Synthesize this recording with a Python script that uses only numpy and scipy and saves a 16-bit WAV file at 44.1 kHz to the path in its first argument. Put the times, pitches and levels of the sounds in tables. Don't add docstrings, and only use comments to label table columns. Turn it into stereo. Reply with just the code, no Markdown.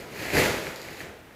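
import sys
import numpy as np
from scipy import signal
from scipy.fft import rfft, irfft
from scipy.io import wavfile

SR = 44100
rng = np.random.default_rng(int(sys.argv[2]) if len(sys.argv) > 2 else 0)


def level_to_linear(level):
    exponent = np.asarray(level, float) / 20
    return 10 ** exponent


def store_wav(level_fs):
    pcm = np.round(np.clip(np.atleast_2d(level_fs), -1, 1) * 32767)
    wavfile.write(sys.argv[1], SR, pcm.T.astype(np.int16))


N = 59535


def read(points, hz):
    f, value = np.transpose(points)
    return np.interp(np.log(hz + 1), np.log(f + 1), value)


def evened(x):
    return x / np.sqrt(np.mean(x ** 2) + 1e-20)


def coloured(x, gain_db):
    both_sides_db = np.concatenate([gain_db, gain_db[-2:0:-1]])
    log_gain = np.log(level_to_linear(both_sides_db))
    phase = -signal.hilbert(log_gain).imag
    taps = np.fft.ifft(np.exp(log_gain + 1j * phase)).real[:4096]
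    return signal.oaconvolve(x, taps)[:len(x)]


# [t/s, pressure level/dB, speed brightening/dB]
STROKE = [(0, -36, -1), (.07, -39.5, -6), (.14, -39, 2), (.2, -34, 3), (.245, -36.5, 6.5),
          (0.309, -39, 7.5), (.33, -22, -2), (0.366, -19.5, 3), (0.432, -24.5, 5), (0.511, -27, -2),
          (.62, -41, 6.5), (.672, -34.5, 3), (.75, -47, 5), (.88, -38.5, 0.5), (.97, -49.5, 9),
          (1.01, -42.5, 10), (1.1, -42, -30), (1.2, -67, -13)]
# [f/Hz, density/dB per Hz]
BRISTLE = [(60, -2.5), (160, -1.5), (250, -4), (400, -0.5), (750, -3.5), (2200, -8.5), (3400, -14.5),
           (7500, -20.5)]
# [f/Hz, level/dB]
TIPS = [(7600, -0.1), (8700, -5.5), (9600, -5), (11500, -1.5), (15500, -8.5)]
BRIGHT_FROM_HZ, BRIGHT_FULL_HZ = 600, 2000
SLIPS_PER_S, SLIP_SPREAD_DB = 3500, 2.5
CLUMP_DB, CLUMP_S = 2.5, .015


def bristles():
    t_s, pressure_db, bright_db = np.transpose(STROKE)
    t = np.arange(N) / SR
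    slipping = rng.random(N) < SLIPS_PER_S / SR
    force = np.minimum(rng.exponential(1, N), 3.5)
    sign = rng.choice([-1., 1.], N)
    window = np.hanning(round(CLUMP_S * SR))
    clump = evened(signal.oaconvolve(rng.standard_normal(N), window, "same"))
    slips = sign * slipping * level_to_linear(SLIP_SPREAD_DB * force + CLUMP_DB * clump)

    filter_hz = np.fft.rfftfreq(8192, 1 / SR)
    scratch = evened(coloured(slips, read(BRISTLE, filter_hz) + read(TIPS, filter_hz)))

    high_share = read([(BRIGHT_FROM_HZ, 0), (BRIGHT_FULL_HZ, 1)], np.fft.rfftfreq(N, 1 / SR))
    high = irfft(rfft(scratch) * high_share, N)
    low = scratch - high
    pressure = level_to_linear(np.interp(t, t_s, pressure_db))
    return pressure * (low + high * level_to_linear(np.interp(t, t_s, bright_db)))


def rings(events, shape):
    length = 2000
    t = np.arange(length) / SR
    out = np.zeros(N + length)
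    for t_s, level_db, *settings in events:
        at = round(t_s * SR)
        out[at:at + length] += level_to_linear(level_db) * shape(t, *settings)
    return out[:N]


# [t/s, peak level/dB, ring f/Hz]
SNAPS = [(.1486, -37, 2100), (.2024, -29, 1800), (.215, -25.5, 306), (.254, -14, 1800),
         (.2862, -16.5, 1920), (.3032, -10, 2100), (.331, -22.5, 2300), (.342, -18.5, 383),
         (.352, -11, 603), (.3692, -1.5, 1730), (.376, -8, 385), (.395, -21, 109), (.669, -15.5, 1330),
         (.676, -21.5, 514), (.915, -32.5, 495), (.991, -38, 1910), (1.0145, -20, 1470), (1.033, -29, 1550),
         (1.036, -27, 435), (1.3094, -33, 1700),
         (.6688, -17, 2100),
    (.724, -25, 2000),
    (.8858, -21, 2100),
    (.8858, -26, 4200),
    (.915, -30, 4200),
    (1.0052, -16, 1950),
    (1.0115, -22, 1800),
]
SNAP_CYCLES, SNAP_DB = 8.86, 2
SNAP_THUD, SNAP_THUD_DB = 0.44, -6


def snaps():
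    def one(t, hz):
        decay = level_to_linear(-60 * t * hz / SNAP_CYCLES)
        rise = np.minimum(2 * t * hz, 1)
        end_fade = np.minimum(4 * (1 - t / t[-1]), 1)
        ring = np.sin(2 * np.pi * hz * t)
        thud = level_to_linear(SNAP_THUD_DB) * np.sin(2 * np.pi * SNAP_THUD * hz * t)
        return decay * rise * end_fade * (ring + thud)
    return -level_to_linear(SNAP_DB) * rings(SNAPS, one)


# [t/s, peak level/dB, left minus right/dB]
TICKS = [
    (.3035, -28, -8),
    (.33, -30, -6),
    (.7605, -25.5, -16),
    (.8168, -28, -16),
    (.8285, -33, 12),
]
# [f/Hz, t60/s, level/dB]
GRIT = [
    (4560, 0.0013, 20),
    (12000, 0.0028, 2),
    (6840, 0.0038, 2),
]
TICK_DB, TICK_RISE_S = 1.5, .0004


def ticks():
    def one(t):
        rise = np.minimum(t / TICK_RISE_S, 1)
        return rise * sum(level_to_linear(db - 60 * t / t60_s) * np.sin(2 * np.pi * hz * t)
                          for hz, t60_s, db in GRIT)

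    def side(way):
        events = [(t_s, db + min(way * pan_db, 0)) for t_s, db, pan_db in TICKS]
        return level_to_linear(TICK_DB) * rings(events, one)
    return side(1), side(-1)


# [f/Hz, left minus right/dB]
LEFT = [(60, -4.5), (180, -1.5), (550, -0.5), (1650, 0.5), (4970, 0.0), (15000, -7.5)]
# [f/Hz, share/1]
STRAY = [(1200, 0.18), (3000, 0.86), (8000, 0.91)]
LEFT_LAG_S = 19.5 / SR


def direct(x, extra_lag_s, other, own_left=0):
    hz = np.fft.rfftfreq(2 * N, 1 / SR)
    side = level_to_linear(read(LEFT, hz) / 2)
    stray = np.maximum(np.clip(read(STRAY, hz), 0, 1), own_left)
    right = rfft(x, 2 * N)
    left = np.sqrt(1 - stray ** 2) * right + stray * rfft(other, 2 * N)
    delay = np.exp(-2j * np.pi * hz * (LEFT_LAG_S + extra_lag_s))
    return irfft(np.array([left * side * delay, right / side]))[:, :N]


# [f/Hz, likeness/1]
ALIKE = [(100, 0.97), (300, .85), (550, 0.28), (800, -0.18), (1100, -0.6), (1500, -0.28), (2300, 0.066),
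         (4000, 0.16)]


def diffuse(pair):
    n = pair.shape[1]
    z = rfft(pair)
    same = np.clip(read(ALIKE, np.fft.rfftfreq(n, 1 / SR)), -1, 1)
    return irfft(np.array([z[0], same * z[0] + np.sqrt(1 - same ** 2) * z[1]]), n)


# [f/Hz, t60/s]
ROOM = [(100, 0.18), (500, 0.78), (2000, 0.63), (8000, 0.59), (15000, 0.35)]
EARLY_S = 0.0025


def room(pair):
    spacing = 20
    slots = np.arange(0, SR - spacing, spacing)
    at = slots + rng.integers(0, spacing, (2, len(slots)))
    taps = np.zeros((2, SR))
    np.put_along_axis(taps, at, rng.choice([-1., 1.], at.shape), 1)
    taps *= np.minimum(np.arange(SR) / SR / EARLY_S, 1) ** 2
    hz, t, z = signal.stft(taps, SR, nperseg=256)
    decay = level_to_linear(-60 * t / read(ROOM, hz)[:, None])
    tail = diffuse(signal.istft(z * decay, SR, nperseg=256)[1])
    return signal.fftconvolve(pair, tail / np.linalg.norm(tail[0]), axes=1)[:, :N]


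ROOM_DB, DRY_DB = -2.5, -2.5


def heard(*source):
    pair = direct(*source)
    unlagged = np.array([np.roll(pair[0], -round(LEFT_LAG_S * SR)), pair[1]])
    return level_to_linear(DRY_DB) * pair + level_to_linear(ROOM_DB) * room(unlagged)


# [f/Hz, density/dB per Hz]
AIR = [(30, 3), (130, -1.7), (250, -4), (1000, -6), (2300, -11), (5000, -23), (8900, -27.5), (12000, -27.5)]
AIR_DB = -47


def air():
    hz = np.fft.rfftfreq(N, 1 / SR)
    noise = diffuse(rng.standard_normal((2, N)))
    gain_db = read(AIR, hz) + np.outer([.5, -.5], read(LEFT, hz))
    return level_to_linear(AIR_DB) * evened(irfft(rfft(noise) * level_to_linear(gain_db), N))


TUFT_LAGS_S = [-.00004, -.00001, .00001, .00003]


def scene():
    tufts = [bristles() / 2 for _ in TUFT_LAGS_S]
    neighbours = tufts[1:] + tufts[:1]
    broom = sum(heard(x, lag_s, other) for x, lag_s, other in zip(tufts, TUFT_LAGS_S, neighbours))
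    left_grit, right_grit = ticks()
    stalks = snaps()
    impacts = heard(stalks + right_grit, 0, stalks + left_grit, 1)
    return broom + impacts + air()


def top_cut(x):
    return signal.sosfilt(signal.butter(12, 15720, fs=SR, output="sos"), x)


EDGE_HZ, MIC_LOW_HZ = 15600, 55


def record(dry):
    bass_cut = signal.butter(2, MIC_LOW_HZ, "high", fs=SR, output="sos")
    thin = signal.sosfilt(bass_cut, dry)
    band_limit = signal.firwin(511, EDGE_HZ, window=("kaiser", 9), fs=SR)
    mix = signal.oaconvolve(thin, band_limit[None], "same")
    return top_cut(mix)


dry = scene()
out = record(dry)
store_wav(out)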